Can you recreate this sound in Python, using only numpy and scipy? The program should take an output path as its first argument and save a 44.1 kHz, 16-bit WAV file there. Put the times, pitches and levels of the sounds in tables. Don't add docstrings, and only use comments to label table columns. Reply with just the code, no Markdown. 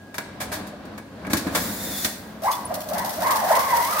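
import sys
import numpy as np
from scipy import signal
from scipy.fft import rfft, irfft
from scipy.io import wavfile
from scipy.ndimage import uniform_filter1d, map_coordinates

SR = 44100
rng = np.random.default_rng(int(sys.argv[2]) if len(sys.argv) > 2 else 0)


def wav_out(sig):
    wavfile.write(sys.argv[1], SR, np.round(np.clip(np.atleast_2d(sig).T, -1, 1) * 32767).astype(np.int16))


N = 176400

# time_s, whir_db, pitch_hz
FEED_SURGES = [(2.41, -42, 562), (2.445, -26, 677), (2.485, -21.5, 1003), (2.55, -34, 1147),
               (2.68, -50, 750), (2.71, -30, 638.5), (2.79, -32, 622.8), (2.835, -43, 600.6),
               (2.95, -25.5, 680), (2.99, -24, 960), (3.09, -30, 800), (3.15, -38, 649.2),
               (3.2, -29.5, 616), (3.265, -17.5, 983), (3.33, -18, 1080), (3.4, -25.5, 951),
               (3.46, -25, 761), (3.49, -19, 742.6), (3.57, -15.5, 1010), (3.65, -23.5, 1145),
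               (3.72, -19, 1010), (3.76, -17, 920), (3.85, -23.5, 1000), (3.92, -23, 1205),
               (4, -18.5, 1296)]


def undb(db):
    return 10 ** (np.asarray(db) / 20)


def curve(table, axis):
    table = np.array(table)
    return np.interp(np.arange(N) / SR, table[:, 0], table[:, axis])


def unit(x):
    return x / np.sqrt(np.mean(x ** 2))


def shape(x, points):
    hz = np.maximum(np.fft.rfftfreq(x.shape[-1], 1 / SR), 1)
    point_hz, point_db = np.array(points).T
    octaves_below = np.maximum(np.log2(point_hz[0] / hz), 0)
    octaves_above = np.maximum(np.log2(hz / point_hz[-1]), 0)
    gain_db = np.interp(np.log(hz), np.log(point_hz), point_db) - 24 * (octaves_below + octaves_above)
    return irfft(rfft(x) * undb(gain_db), x.shape[-1])


def pair(mid, other):
    alike_hz = 1420
    side = signal.lfilter(*signal.butter(1, alike_hz, "high", fs=SR), other)
    return np.array([mid + side, mid - side])


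def hiss(points):
    return unit(shape(pair(*rng.standard_normal((2, N))), points))


def walk(rate_hz):
    hold = int(SR / rate_hz)
    steps = np.repeat(rng.standard_normal(N // hold + 1), hold)
    return 1.2 * uniform_filter1d(uniform_filter1d(steps, hold), hold)[:N]


def bursts(times_s, levels_db, t60s_s, rises_s):
    power = np.zeros(N)
    for start_s, level_db, t60_s, rise_s in np.broadcast(times_s, levels_db, t60s_s, rises_s):
        i = int(start_s * SR)
        t = np.arange(min(N - i, SR // 2)) / SR
        blow = undb(level_db - 60 * t / t60_s) * (1 - np.exp(-t / rise_s))
        power[i:i + len(t)] += blow ** 2
    return np.sqrt(power)


def shop():
    # frequency_hz, density_db (per Hz)
    air_tone = [(40, -9), (65, -12.5), (180, -6.5), (389, -9.5), (848, -19.5), (1620, -36), (2770, -31),
                (15600, -41.5)]
    # pitch_hz, level_db
    hum_tones = [(100, -54), (1641, -57)]
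    t = np.arange(N) / SR
    hum = sum(undb(db + 3.9 * walk(9)) * np.sin(2 * np.pi * hz * t) for hz, db in hum_tones)
    air_db = -48 + 1.02 * walk(4.253)
    return undb(air_db) * hiss(air_tone) + hum


def room():
    # frequency_hz, t60_s
    reverberation = [(100, 0.55), (1000, 0.88), (5000, 0.64), (15000, 0.15)]
    point_hz, point_t60_s = np.array(reverberation).T
    t = np.arange(SR) / SR
    fade_in = np.clip(t / 0.0006, 0, 1)
    tails = 0
    for hz in 60 * 2. ** np.arange(9):
        t60_s = np.interp(np.log(hz), np.log(point_hz), point_t60_s)
        band = shape(rng.standard_normal((2, SR)), [(hz / 1.3, 0), (hz * 1.245, 0)])
        decay_energy = t60_s * SR / np.log(1e6)
        tails = tails + band * undb(-60 * t / t60_s) * fade_in / np.sqrt(decay_energy)
    return pair(tails[0], tails[1])


def gears():
    # time_s, level_db
    rumble = [(0, -49), (.33, -41.5), (.45, -37.5), (.85, -38.5), (1.02, -50.5), (1.25, -38), (1.7, -32),
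              (2.3, -43), (4, -40.5)]
    # frequency_hz, density_db (per Hz)
    rumble_tone = [(57, -5), (140, -8), (215, 3.5), (300, -2.5), (400, -10.5), (570, -6), (900, -12),
                   (1620, -17.5), (2400, -25.5), (4500, -30)]
    return undb(curve(rumble, axis=1) + 2.73 * walk(11)) * hiss(rumble_tone)


def clacks():
    # start_s, level_db, thump_db and body_db (both re level), treble_t60_s, rise_ms
    blows = [(0.1425, -35.5, -16, 1.5, 0.14, 0.36), (0.182, -22, -15, -4.5, 0.039, 0.12),
             (0.401, -17.5, -18, -2, 0.12, 17), (0.515, -18.5, -21, 0.5, 0.16, 22),
             (0.665, -36.5, -11, -8, 0.11, 5.9), (0.852, -44, -14, -1, 0.059, 1.7),
             (0.9774, -36.5, -9, 0.5, 0.063, 1.1), (1.2484, -49, -23, 16, 0.071, .7),
             (1.267, -37, 9, 4, 0.049, 0.99), (1.298, -31.5, 9, 6.5, 0.38, 7.4),
             (1.3324, -15, -1, -5, 0.055, 0.25), (1.369, -22, -15, -28, 0.12, 0.3),
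             (1.466, -32, 10, 4.5, 0.1, 5.9), (1.5473, -8.5, -17, -3.5, 0.09, 12.7),
             (2.045, -11, -15, -13.5, 0.064, 3.1)]
    # frequency_hz, level_db, t60_s
    frame_modes = [(606.5, 11, 0.42), (1664, 14.5, 0.1), (2250, 12, 0.033)]
    # frequency_hz, density_db (per Hz)
    crack_tone = [(1750, -5), (2940, -14), (3530, -7.5), (6340, -11), (14100, -12.5), (15600, -17)]
    body_t60_s, thump_t60_s, ring_db = 0.12, 0.14, -3.5
    start_s, level_db, thump_db, body_db, treble_t60_s, rise_ms = np.array(blows).T
    rise_s = rise_ms / 1000

    crack = bursts(start_s, level_db, treble_t60_s, rise_s) * hiss(crack_tone)

    noise = pair(*rng.standard_normal((2, N)))
    ring = 0
    for hz, mode_db, t60_s in frame_modes:
        radius = undb(-60 / t60_s / SR)
        poles = [1, -2 * radius * np.cos(2 * np.pi * hz / SR), radius ** 2]
        ring = ring + undb(mode_db) * unit(signal.lfilter([1], poles, noise))
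    rattle = hiss([(480, 0.5), (900, 3.5), (2200, -6)])
    shake = bursts(start_s, level_db + body_db, body_t60_s, rise_s)
    body = shake * (rattle + undb(ring_db) * unit(ring))

    thump = bursts(start_s, level_db + thump_db, thump_t60_s, 0.0024)
    thump = thump * hiss([(70, -3), (150, -2), (300, 8.5), (430, -3.5)])
    return crack + body + thump


def pings():
    # start_s, level_db, pitch_hz, t60_s
    rings = [(.731, -27, 590, .09), (2.512, -22, 6400, .035), (2.532, -24, 3450, .06),
             (2.652, -17, 9800, .04)]
    t = np.arange(N) / SR
    total = 0
    for start_s, level_db, hz, t60_s in rings:
        tone = np.sin(2 * np.pi * hz * t + 0.46 * walk(400))
        total = total + bursts([start_s], [level_db], [t60_s], 0.0029) * tone
    return total


def slide():
    # time_s, hiss_db, squeal_db (re hiss)
    slip = [(1.3, -43, -32), (1.5, -49.5, -30), (1.58, -28, -29), (1.7, -33, -16.5), (2.01, -30, -11),
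            (2.05, -28, -30), (2.2, -46, -30), (2.4, -57.5, -40)]
    # frequency_hz, density_db (per Hz)
    slip_tone = [(1790, 1), (3030, -14), (3610, -2.5), (8460, -4.5), (15600, -1)]
    harmonics_db = [0, -1, -5, -6]
    squeal_hz, sag_hz_per_s, wander_share = 3850, 500, 0.009
    t = np.arange(N) / SR
    start_s = slip[0][0]
    slip_db = curve(slip, axis=1) - 80 * (t < start_s)

    pitch_hz = squeal_hz - sag_hz_per_s * (t - start_s)
    wander = wander_share * (walk(14) + 2.6 * walk(400))
    phase = 2 * np.pi * np.cumsum(pitch_hz * (1 + wander)) / SR
    squeal = 0
    for order, db in enumerate(harmonics_db, start=1):
        squeal = squeal + undb(db + 6 * walk(55)) * np.sin(order * phase)

    rub = undb(slip_db + 0.89 * walk(37.6)) * hiss(slip_tone)
    return rub + undb(slip_db + curve(slip, axis=2)) * squeal


def buzz():
    # time_s, spread (share of the pitch)
    jitter = [(2.4, .15), (3.45, .13), (3.6, .045)]
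    flutter_db, octave_db = 4.5, -6.5
    pitch_hz = curve(FEED_SURGES, axis=2) * (1 + curve(jitter, axis=1) * walk(250))
    phase = 2 * np.pi * np.cumsum(pitch_hz) / SR
    fundamental = undb(flutter_db * walk(90)) * np.sin(phase)
    octave = undb(octave_db + flutter_db * walk(90)) * np.sin(2 * phase)
    return fundamental + octave


def feed():
    # time_s, level_db
    rasp = [(2.42, -45), (2.5, -36.5), (2.53, -35.5), (2.65, -48.5), (2.85, -46), (3.4, -32.5), (4, -30.5)]
    # frequency_hz, density_db (per Hz)
    rasp_tone = [(2430, -10), (5540, -7), (7370, -12), (9890, -8.5), (11100, -10), (13300, -5),
                 (15600, -9.5)]
    # frequency_hz, density_db (per Hz)
    arch = [(500, -3.5), (620, 2.5), (770, -2), (1000, -0.5), (1350, -7), (1600, -8.5), (2000, -6.5),
            (2350, -16.5)]
    # start_s, level_db
    tick_blows = [(2.4335, -25), (2.4555, -23), (2.514, -16.5), (2.74, -18.5), (2.8036, -23), (2.8864, -23),
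                  (2.932, -21), (2.98, -17), (3.046, -19), (3.092, -20), (3.1806, -34), (3.219, -19),
                  (3.2679, -19), (3.306, -13), (3.356, -17), (3.4694, -36), (3.5126, -19), (3.5508, -15.5),
                  (3.5912, -16), (3.6311, -33), (3.6879, -23.5), (3.7949, -46), (3.884, -25)]
    roar_db, tick_t60_s, rebound_s, rebound_db = -9, 0.037, 0.011, -2
    on = np.arange(N) / SR > rasp[0][0]

    wheels = shape(pair(buzz(), buzz()), arch) + undb(roar_db) * hiss(arch)
    whir = undb(curve(FEED_SURGES, axis=1)) * wheels

    start_s, level_db = np.array(tick_blows).T
    times_s = np.r_[start_s, start_s + rebound_s]
    levels_db = np.r_[level_db, level_db + rebound_db]
    ticks = bursts(times_s, levels_db, tick_t60_s, 0.0032)
    rasp_level = undb(curve(rasp, axis=1) + 2.8 * walk(150))
    strap = np.hypot(rasp_level, ticks) * hiss(rasp_tone)
    return on * (whir + strap)


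def late(x, lag_s):
    return map_coordinates(x, [np.arange(N) - lag_s * SR], mode="nearest")


def scene():
    cams_lag_s, feed_lag_s = -0.000057, 0.00015
    echo_db, left_re_right_db = -6, 0.5
    cams = clacks() + gears()
    strap = feed()
    ahead = slide() + pings()
    left = late(cams[0], cams_lag_s) + late(strap[0], feed_lag_s)
    right = cams[1] + strap[1]
    direct = np.array([left, right]) + ahead
    source = (cams + strap).mean(axis=0, keepdims=True)
    echo = signal.fftconvolve(source, room(), axes=1)[:, :N]
    balance = undb([[left_re_right_db / 2], [-left_re_right_db / 2]])
    return (direct + undb(echo_db) * echo + shop()) * balance


def record(dry):
    low_hz, top_hz = 50, 15750
    thin = signal.lfilter(*signal.butter(2, low_hz, "high", fs=SR), dry)
    return signal.sosfilt(signal.ellip(10, .2, 70, top_hz, fs=SR, output="sos"), thin)


dry = scene()
out = record(dry)
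wav_out(out)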